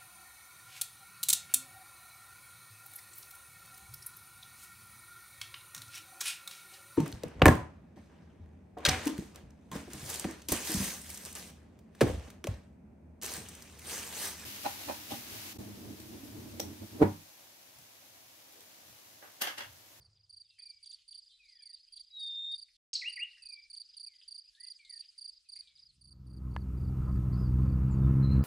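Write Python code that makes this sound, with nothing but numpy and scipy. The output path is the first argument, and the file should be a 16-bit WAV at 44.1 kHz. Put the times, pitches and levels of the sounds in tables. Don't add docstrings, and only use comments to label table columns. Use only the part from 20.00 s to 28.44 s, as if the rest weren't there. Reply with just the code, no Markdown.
import sys
import numpy as np
from scipy import signal
from scipy.fft import rfft, irfft, next_fast_len
from scipy.io import wavfile
from scipy.ndimage import map_coordinates

SR = 44100
rng = np.random.default_rng(int(sys.argv[2]) if len(sys.argv) > 2 else 0)


def persist_wave(psi):
    counts = np.round(np.clip(psi, -1, 1) * 32767).astype(np.int16)
    wavfile.write(sys.argv[1], SR, np.atleast_2d(counts).T)


N = 372204

# (time [s], level [dB])
MURMUR_LEVEL = [(0, -81.5), (.25, -82.5), (.82, -74.5), (2.6, -76), (3.1, -71.5), (3.5, -73.5),
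                (5.8, -74.5), (6.0, -81.5), (6.5, -100.5)]
# (frequency [Hz], relative density [dB per Hz])
MURMUR_COLOUR = [(120, -80), (200, -47.5), (571, -49.5), (1520, -32), (2630, -19.5), (3890, -14.5),
                 (4730, -9.5), (4990, -9), (5460, -19.5), (6400, -22), (9640, -23), (11900, -40.5),
                 (14000, -56.5)]

# (time [s], level [dB])
ENGINE_LEVEL = [(0, -62), (.18, -76), (.6, -90), (1.1, -99)]
# (frequency [Hz], relative density [dB per Hz])
ENGINE_COLOUR = [(12, -51), (20, -19), (38, -18), (53, -23), (91, 1), (188, -25), (216, -37), (456, -30),
                 (791, -34), (1150, -34.5), (2200, -41), (2860, -66), (4840, -120)]

# (frequency [Hz], relative density [dB per Hz])
WIND_COLOUR = [(8.8, -34), (15, -9.5), (43, 1), (62, -2.5), (80, -13), (113, -20.5), (400, -33),
               (520, -61.5), (880, -120)]
WIND_MEDIAN_DB = -91

# (end of first stroke [s], end of last stroke [s],
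# nominal pitch [Hz], nominal peak [dB], octave re tone [dB])
CHIRPS = [(0.034, .069, 4760, -57.5, -15), (.14, .256, 4980, -64, -38), (.314, .424, 4777, -47.5, -14.5),
          (.472, .512, 4930, -59.5, -40), (.607, .716, 4777, -44, -14.5), (0.751, .783, 5000, -56.5, -39),
          (.847, .952, 4786, -44, -13), (1.027, 1.027, 4540, -62, -27), (1.098, 1.2, 4773, -44.5, -11),
          (1.243, 1.285, 4960, -55, -35), (1.329, 1.328, 4520, -63, -24), (1.345, 1.43, 4760, -71, -32),
          (1.468, 1.613, 4950, -54.5, -33), (1.641, 1.755, 4783, -44.5, -13), (1.78, 1.892, 4990, -57, -30),
          (1.947, 2.019, 4776, -45, -11), (2.055, 2.126, 4980, -56, -34), (2.217, 2.287, 4760, -45, -11),
          (2.326, 2.368, 4980, -55, -33), (2.534, 2.639, 4785, -43.5, -13.5),
          (2.702, 2.755, 4440, -68, -21), (3.112, 3.215, 4780, -42.5, -11.5),
          (3.441, 3.547, 4780, -42, -12), (3.57, 3.647, 4900, -53.5, -37), (3.719, 3.823, 4760, -42, -12),
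          (3.871, 3.953, 4960, -52.5, -35), (3.986, 4.088, 4784, -41, -12), (4.134, 4.246, 4960, -55, -22),
          (4.297, 4.403, 4800, -41.5, -12), (4.428, 4.501, 4970, -53.5, -29),
          (4.567, 4.568, 4420, -68, -22), (4.619, 4.726, 4820, -42, -10.5), (4.774, 4.775, 4990, -54, -36),
          (4.818, 4.818, 4600, -61, -26), (4.914, 5.017, 4803, -40.5, -11.5),
          (5.066, 5.107, 4960, -53.5, -37), (5.198, 5.302, 4810, -40, -12.5),
          (5.345, 5.385, 5050, -53, -37), (5.507, 5.614, 4795, -41, -11.5), (5.772, 5.878, 4995, -53, -32),
          (5.912, 5.911, 4400, -60, -22), (6.03, 6.132, 4764, -53.5, -7.5), (6.286, 6.388, 4770, -64, -8),
          (6.526, 6.627, 4690, -66.5, -10.5), (6.791, 6.894, 4830, -68, -11),
          (7.067, 7.17, 4820, -69.5, -10), (7.35, 7.455, 4740, -73, -9), (7.642, 7.743, 4740, -69.5, -12),
          (7.9, 7.995, 4740, -72, -7)]
# (stroke length [s], pitch factor, level [dB], octave [dB])
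BUILD_UP = [(.02, .992, -3, 4), (.025, 1.0, -1.5, 2), (.026, .998, -1, .5), (.026, 1.004, -0.34, -0.5)]
# (share of its length, pitch factor, tone [dB], octave [dB])
STROKE_SHAPE = [(0, 0.9, -29, -13.5), (0.118, 1.0, -5, -6.5), (.35, 0.99, -3.5, 0), (0.6, .98, -2, -4),
                (0.848, 0.9375, -0.5, -7), (0.949, 0.88, -14.5, -7), (1.078, 0.93, -17.5, -17.5)]
# (octave [dB], left re right [dB], length factor)
SEATS = [(-22, -2, 1), (-10, -5, 1.0)]
BEAT_S = 0.036
SCRAPE_DB = -33

# (time [s], length [s], start [Hz], middle [Hz], end [Hz], peak [dB rms],
# share of length at the peak)
NOTES = [(0.437, .07, 3900, 3380, 2880, -78, 0.27), (0.497, 0.11, 2750, 2640, 2440, -72, 0.083),
         (0.591, .26, 2520, 2333, 2244, -71, 0.16), (0.554, 0.063, 3060, 3130, 3480, -74.5, 0.92),
         (1.157, 0.26, 7600, 7620, 7510, -85.5, 0.33), (1.295, 0.067, 3500, 3160, 3290, -69.5, 0.38),
         (1.293, .13, 4006, 3990, 3970, -67.5, 0.38), (1.287, 0.084, 3540, 3660, 3610, -67.5, 0.2),
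         (1.388, 0.24, 2600, 2095, 1683, -67.5, 0.058), (1.427, 0.048, 4220, 3640, 4160, -70, .55),
         (1.472, .04, 3980, 4270, 4150, -66, 0.43), (1.551, 0.062, 3370, 3420, 3300, -72, 0.26),
         (1.581, 0.061, 3000, 3300, 3500, -68, 0.87), (1.6, .14, 2470, 2100, 1750, -70, 0.068),
         (1.725, 0.051, 4080, 3680, 3980, -68, 0.43), (1.762, 0.051, 3880, 4280, 4300, -65.5, 0.74),
         (1.884, 0.067, 3230, 3250, 3500, -74.5, 0.44), (2.127, .08, 4116, 4160, 4159, -66.5, 0.55),
         (2.162, .395, 7680, 7530, 7620, -76.5, .9), (2.932, 0.018, 6308, 6450, 6440, -38, .3),
         (2.936, 0.0098, 7930, 8030, 8230, -38, 0.94), (2.951, 0.023, 4870, 4090, 3870, -29.5, 0.25),
         (3.395, 0.11, 2746, 2540, 2520, -64.5, 0.45), (3.499, 0.14, 2493, 2332, 2374, -57.5, 0.56),
         (3.652, 0.038, 2310, 2320, 2300, -71, .4), (4.061, .12, 2600, 2140, 1950, -70, .1),
         (4.439, 0.058, 2300, 2610, 2820, -81, .7), (4.532, 0.043, 1730, 1656, 1680, -81, 0.92),
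         (4.57, 0.13, 1705, 2016, 1963, -67, 0.61), (4.788, .12, 2424, 2170, 2090, -64, 0.12),
         (4.892, .1, 2115, 1856, 1810, -67.5, 0.54), (5.452, 0.054, 2700, 2470, 2450, -78, .3),
         (5.574, 0.19, 2659, 2376, 2180, -78, 0.76), (7.322, 0.024, 4530, 4790, 5330, -64.5, .3),
         (7.327, 0.058, 3950, 4800, 4940, -67, 0.28), (7.375, 0.1, 4980, 4930, 4470, -66.5, 1),
         (7.906, .05, 7932, 7040, 6670, -65, 0.35), (8.026, 0.044, 3740, 3550, 3480, -70, 0.55),
         (8.222, 0.1, 4120, 4080, 4090, -56.5, 0.2), (8.225, 0.096, 3840, 3950, 3860, -66.5, .3),
         (8.3, 0.065, 4000, 4150, 3860, -56.5, .35), (8.422, 0.018, 4260, 4700, 5330, -61.5, .7)]
NOTE_START_DB, NOTE_END_DB = -7, -14
NOTE_THIRD_DB = -47.5
HOOK_STARTS_S = [3.012, 3.162]
# (time after start [s], pitch [Hz], level [dB rms], third harmonic re tone [dB])
HOOK = [(0, 2936, -50.5, -60), (.008, 2277, -45.5, -61.5), (.017, 1963, -44.5, -59),
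        (.025, 1945, -43.5, -63), (.04, 2450, -44, -58), (.054, 2760, -41.5, -53), (0.07, 2849, -34, -22),
        (.077, 2855, -32.5, -23.5)]
# (time [s], pitch [Hz], level [dB rms])
LONG_WHISTLE = [(2.1, 4160, -68), (2.108, 3905, -65.5), (2.156, 3850, -47.5), (2.248, 3671, -39),
                (2.324, 3635, -41), (2.516, 3679, -40.5), (2.544, 3706, -34), (2.57, 3460, -75.5)]

CRICKET_ECHO_DB, NOTE_ECHO_DB, HOOK_ECHO_DB, LONG_ECHO_DB = -21, -10, -12.5, -25.5
TREES_T60_S, LEAF_SWAY_S = 0.37, 0.0001

# (time [s], body level at onset [dB rms], nominal centre [Hz],
# bright crackle re body [dB])
SNAPS = [(0.5022, -63, 3900, -25), (0.5838, -60.5, 2160, -11), (0.845, -63, 3670, -4),
         (0.86, -61, 3640, 1.5), (0.915, -52.5, 3900, -1), (0.985, -65.5, 3120, -10),
         (1.128, -59, 3450, -7), (1.9704, -54, 3900, -13), (2.6834, -71, 2240, -8),
         (3.3708, -61.5, 1980, -19), (3.7508, -64, 3530, 3), (3.9392, -63.5, 3450, -12),
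         (4.137, -64.5, 3450, -18), (4.213, -57, 3210, -24), (4.549, -61, 3930, -20),
         (4.789, -73, 3020, -3), (4.849, -55, 4130, -8), (4.875, -62.5, 3900, -7), (4.99, -66, 3850, -11),
         (5.559, -62, 2350, -1), (5.6731, -57, 3800, -17), (5.7743, -60.5, 4200, -8),
         (6.9697, -71, 1950, 0)]
SNAP_T60_S = 0.089

SILENCE_START_S, SILENCE_END_S = 2.77, 2.9312

# (time [s], level [dB])
RINGING_LEVEL = [(2.9, -31), (2.934, -36.5), (2.942, -42), (2.956, -37.5), (2.986, -45.5), (3.09, -59.5),
                 (3.3, -100)]
# (frequency [Hz], relative density [dB per Hz])
RINGING_COLOUR = [(880, -66), (1500, -49), (2150, -31.5), (3580, -18), (4750, -3.5), (5560, -7.5),
                  (6070, -22), (8050, -24.5), (10700, -60), (15500, -63)]

# (time [s], firing rate [1/s], exhaust level [dB], first order re exhaust [dB], rattle [dB])
BIKE = [(5.5, 59.4, -90, 0, -104), (5.71, 62.7, -88, -1.5, -101), (5.89, 64.9, -83, -5, -112),
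        (6.14, 63.5, -54.5, -1.5, -83.5), (6.45, 63.6, -39.5, -2, -67.5), (6.65, 63.6, -35.5, -1.5, -64.5),
        (6.74, 62.3, -35, -1, -64), (6.81, 63.5, -32.5, -5, -63), (7.1, 64.6, -32, -2.5, -57),
        (7.15, 63.9, -30.5, -0.5, -60), (7.3, 62.5, -29, -7.5, -57), (7.52, 62.5, -27, -3, -58.5),
        (7.61, 65.0, -26, -3.5, -55), (7.84, 64.8, -29.5, -1.5, -56), (7.87, 65.0, -25.5, -12.5, -55),
        (7.93, 65.3, -28, 0.5, -54), (7.96, 65.7, -25.5, -11.5, -55), (8.09, 66.4, -23.5, -4.5, -52.5),
        (8.2, 66.9, -24, -17.5, -54.5), (8.23, 67.0, -23.5, -7, -51), (8.29, 66.1, -26, -4.5, -53),
        (8.32, 66.4, -22.5, -5, -51), (8.4, 66.7, -22.5, -2, -52), (8.44, 66.9, -34.5, -15, -51.5)]
# (multiple, level re exhaust at the end [dB], gain while nearing [dB per s])
ORDERS = [(3, -9.5, 1.5), (4, -17.5, 1.5), (5, -23.5, 0.5), (6, -31, 2.5), (7, -35, 2.5), (8, -45, 1.5)]
SECOND_DB = -2
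GROWL_DB, GROWL_DB_PER_S = -10, -2
REBOUND_RAD = 0.6
# (frequency [Hz], relative density [dB per Hz])
GROWL_COLOUR = [(20, -43), (43, 5.5), (54, -19.5), (83, 9.5), (97, -6), (110, 6.5), (135, -4), (148, -2.5),
                (158, 2.5), (170, -4.5), (210, -13), (300, -13.5), (420, -23), (700, -57.5)]
# (frequency [Hz], relative density [dB per Hz])
RATTLE_COLOUR = [(400, -1.5), (500, 8.5), (640, 2), (900, 2), (1060, 7), (1160, 1.5), (1280, 8.5),
                 (1450, -2), (1800, -9), (2500, -13.5), (2780, -13), (3100, -23), (5000, -28), (7000, -53)]
# (time [s], level [dB])
HISS_LEVEL = [(5.8, -112), (6.13, -88.5), (6.51, -75.5), (7.19, -70.5), (8.44, -74.5)]
# (frequency [Hz], relative density [dB per Hz])
HISS_COLOUR = [(1760, -25), (3000, 0), (4620, 0.5), (6140, 1), (13600, -0.5), (15200, 16), (15800, 0)]

# (time [s], strength [dB])
STONE = [(6.564, -33)]
# (frequency [Hz], level re strength [dB], t60 [s])
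STONE_MODES = [(985, 8, 0.0097), (1710, -4.5, 0.029), (2020, -7, 0.016), (2910, -2, 0.0058),
               (4050, -2, 0.00094)]

CUTOFF_HZ = 15950


def amp(db):
    return 10 ** (np.asarray(db) / 20)


def rms_one(x):
    return x / np.sqrt(np.mean(x ** 2) + 1e-20)


def in_time(rows):
    s, *columns = np.transpose(rows)
    return [np.interp(np.arange(N) / SR, s, c) for c in columns]


def level(rows):
    t = np.arange(N) / SR
    return amp(in_time(rows)[0]) * (t >= rows[0][0]) * (t <= rows[-1][0])


def drift(rate_hz):
    r = np.exp(-80 * np.pi * rate_hz / SR)
    white = rng.standard_normal(N // 40 + 2002)
    slow = signal.lfilter([1], [1, -2 * r, r * r], white)[2000:]
    return np.interp(np.arange(N) / 40, np.arange(len(slow)), rms_one(slow))


def noise(spectrum):
    size = next_fast_len(N)
    hz, db = np.transpose(spectrum)
    bins_hz = np.arange(size // 2 + 1) * SR / size + 1
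    gain = amp(np.interp(np.log(bins_hz), np.log(hz), db))
    return rms_one(irfft(rfft(rng.standard_normal(size)) * gain, size)[:N])


def band_pass(x, order, low_hz, high_hz):
    return signal.sosfilt(signal.butter(order, [low_hz, high_hz], "band", fs=SR, output="sos"), x)


def patchy(spectrum, patch_db, rate_hz):
    whites = [noise(spectrum), noise(spectrum)]
    edges_hz = 150 * 2 ** np.arange(0, 6.9, 1 / 3)
    together = 0.4 * drift(rate_hz)
    out = np.zeros(N)
    for k, (low_hz, high_hz) in enumerate(zip(edges_hz, edges_hz[1:])):
        swell = amp(patch_db * (together + drift(rate_hz)))
        out += swell * band_pass(whites[k % 2], 2, low_hz, high_hz)
    return out


def add(out, s, x):
    i = round(s * SR)
    out[..., i:i + x.shape[-1]] += x[..., :N - i]


def murmur():
    gain = level(MURMUR_LEVEL) * amp(0.52 * drift(2.5))
    leaves = patchy(MURMUR_COLOUR, 3.8, 12)
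    side = amp(-4.5) * noise(MURMUR_COLOUR) * [[1], [-1]]
    return gain * (leaves + side)


def departing_engine():
    return level(ENGINE_LEVEL) * noise(ENGINE_COLOUR)


def wind():
    return amp(WIND_MEDIAN_DB + 2.7 * drift(8)) * noise(WIND_COLOUR)


def strokes():
    octaves_db, pans_db, stretches = np.transpose(SEATS)
    for first, last, hz, db, octave_db in CHIRPS:
        ends = np.linspace(first, last, round((last - first) / BEAT_S) + 1)
        pan_db = np.interp(octave_db, octaves_db, pans_db)
        stretch = np.interp(octave_db, octaves_db, stretches)
        for k, end in enumerate(ends):
            row = BUILD_UP[max(k - len(ends), -len(BUILD_UP))]
            length, factor, more_db, more_octave_db = row
            length = length * stretch
            yield end - length, length, hz * factor, db + more_db, octave_db + more_octave_db, pan_db


def crickets():
    out = np.zeros((2, N))
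    share, factor, tone_db, octave_shape_db = np.transpose(STROKE_SHAPE)
    waver = amp(2.3 * drift(170))
    scrape = band_pass(rng.standard_normal(N), 8, 3000, 10800)
    for s, length, hz, db, octave_db, pan_db in strokes():
        u = np.arange(round(share[-1] * length * SR)) / (length * SR)
        phase = np.cumsum(2 * np.pi * hz * np.interp(u, share, factor) / SR)
        grit = amp(SCRAPE_DB) * scrape[round(s * SR):][:len(u)]
        tone = amp(np.interp(u, share, tone_db)) * (np.sin(phase) + grit)
        octave = amp(np.interp(u, share, octave_shape_db) + octave_db) * np.sin(2 * phase)
        gains = amp(db + np.array([[pan_db / 2], [-pan_db / 2]]))
        add(out, s, gains * (tone + octave) * signal.windows.tukey(len(u), 0.1))
    return out * waver


def trees(x):
    t = np.arange(round(0.7 * SR)) / SR
    tail = rng.standard_normal(len(t)) * amp(-60 * t / TREES_T60_S) * np.minimum(t / 0.0014, 1)
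    tail = signal.sosfilt(signal.butter(4, 6000, fs=SR, output="sos"), tail)
    wet = signal.fftconvolve(x, tail / np.sqrt(np.sum(tail ** 2)))[:N]
    stirred = np.arange(N) + LEAF_SWAY_S * SR * drift(40)
    return map_coordinates(wet, [stirred], order=3, mode="nearest")


def whistle(out, s, t, hz, db, third_db=-99):
    phase = np.cumsum(2 * np.pi * hz / SR)
    edges = np.clip(np.minimum(t, t[-1] - t) / 0.0043, 0, 1)
    wave = np.sin(phase) + amp(third_db) * np.sin(3 * phase)
    add(out, s, np.sqrt(2) * amp(db) * edges * wave)


def birds():
    notes, hooks, held = np.zeros((3, N))
    for s, length, start_hz, middle_hz, end_hz, peak_db, peak in NOTES:
        t = np.arange(0, length, 1 / SR)
        u = t / length
        hz = start_hz * (1 - u) * (1 - 2 * u) + middle_hz * (2 * u) * (2 - 2 * u) + end_hz * u * (2 * u - 1)
        shape_db = np.interp(u, [0, np.clip(peak, 0, 1), 1], [NOTE_START_DB, 0, NOTE_END_DB])
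        whistle(notes, s, t, hz, peak_db + shape_db, NOTE_THIRD_DB)
    for out, starts, shape in [(hooks, HOOK_STARTS_S, HOOK), (held, [LONG_WHISTLE[0][0]], LONG_WHISTLE)]:
        at, *columns = np.transpose(shape)
        t = np.arange(0, at[-1] - at[0], 1 / SR)
        for s in starts:
            whistle(out, s, t, *[np.interp(t + at[0], at, c) for c in columns])
    flutter = amp(1.5 * drift(90))
    notes = notes * amp(2.0 * drift(25))
    song = flutter * (notes + hooks + held)
    sent = amp(NOTE_ECHO_DB) * notes + amp(HOOK_ECHO_DB) * hooks + amp(LONG_ECHO_DB) * held
    return song, sent


def snaps():
    out = np.zeros(N)
    t = np.arange(round(0.06 * SR)) / SR
    onset = np.minimum(t / 0.0002, 1)
    for s, db, hz, bright_db in SNAPS:
        puff = rng.standard_normal(len(t))
        body = rms_one(band_pass(puff, 2, hz / 1.146, hz * 1.1))
        bright = rms_one(band_pass(puff, 5, 3500, 8800))
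        body = amp(-60 * t / SNAP_T60_S) * body
        crackle = amp(bright_db - 120 * t / SNAP_T60_S) * bright
        add(out, s, amp(db) * onset * (body + crackle))
    return out


def dropout():
    t = np.arange(N) / SR
    before = np.clip((SILENCE_START_S - t) / 0.0051, 0, 1)
    after = np.clip((t - SILENCE_END_S) / 0.0015, 0, 1)
    return before + after


def tree_ringing():
    return level(RINGING_LEVEL) * noise(RINGING_COLOUR)


def motorcycle():
    rate_hz, level_db, first_db, rattle_db = in_time(BIKE)
    to_go_s = np.arange(N) / SR - BIKE[-1][0]
    rest_db = 10 * np.log10(np.clip(1 - amp(2 * first_db), 0.08, 1))
    phase = np.cumsum(2 * np.pi * rate_hz / SR) + 0.06 * drift(12)
    orders = [(1, level_db + first_db), (2, level_db + rest_db + SECOND_DB)]
    orders += [(k, level_db + db + db_per_s * to_go_s) for k, db, db_per_s in ORDERS]
    throb_db = 0.8 * drift(9) + 0.9 * drift(30)
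    exhaust = np.zeros(N)
    for k, db in orders:
        gain = amp(db + throb_db + 1.2 * drift(12))
        slip_rad = 0.3 * drift(4)
        exhaust -= np.sqrt(2) * gain * np.cos(k * phase + REBOUND_RAD + slip_rad)
    growl_db = level_db + GROWL_DB + GROWL_DB_PER_S * to_go_s + 1.1 * drift(7.8)
    growl = amp(growl_db) * noise(GROWL_COLOUR)
    beat = 1 + 0.044 * np.cos(phase)
    rattle = amp(rattle_db) * beat * patchy(RATTLE_COLOUR, 1.8, 12)
    hiss = level(HISS_LEVEL) * noise(HISS_COLOUR)
    return (exhaust + growl + rattle + hiss) * (np.arange(N) > BIKE[0][0] * SR)


def ring(clicks, hz, t60_s):
    r, w = amp(-60 / (t60_s * SR)), 2 * np.pi * hz / SR
    return signal.lfilter([0, np.sin(w)], [1, -2 * r * np.cos(w), r * r], clicks + 1e-18)


def stone():
    s, strength_db = STONE[0]
    click = np.zeros(N)
    click[round(s * SR)] = amp(strength_db)
    return sum((-1) ** k * amp(db) * ring(click, hz, t60_s) for k, (hz, db, t60_s) in enumerate(STONE_MODES))


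def scene():
    low = departing_engine() + wind()
    chirps, (song, sent), ticks = crickets(), birds(), snaps()
    echo = trees(sent + amp(NOTE_ECHO_DB) * ticks + amp(CRICKET_ECHO_DB) * chirps.mean(axis=0))
    meadow = murmur() + low + chirps + song + ticks + echo + tree_ringing()
    return dropout() * meadow + motorcycle() + stone()


def record(dry):
    return signal.sosfilt(signal.cheby2(12, 70, CUTOFF_HZ, fs=SR, output="sos"), dry)


dry = scene()
out = record(dry)
persist_wave(out)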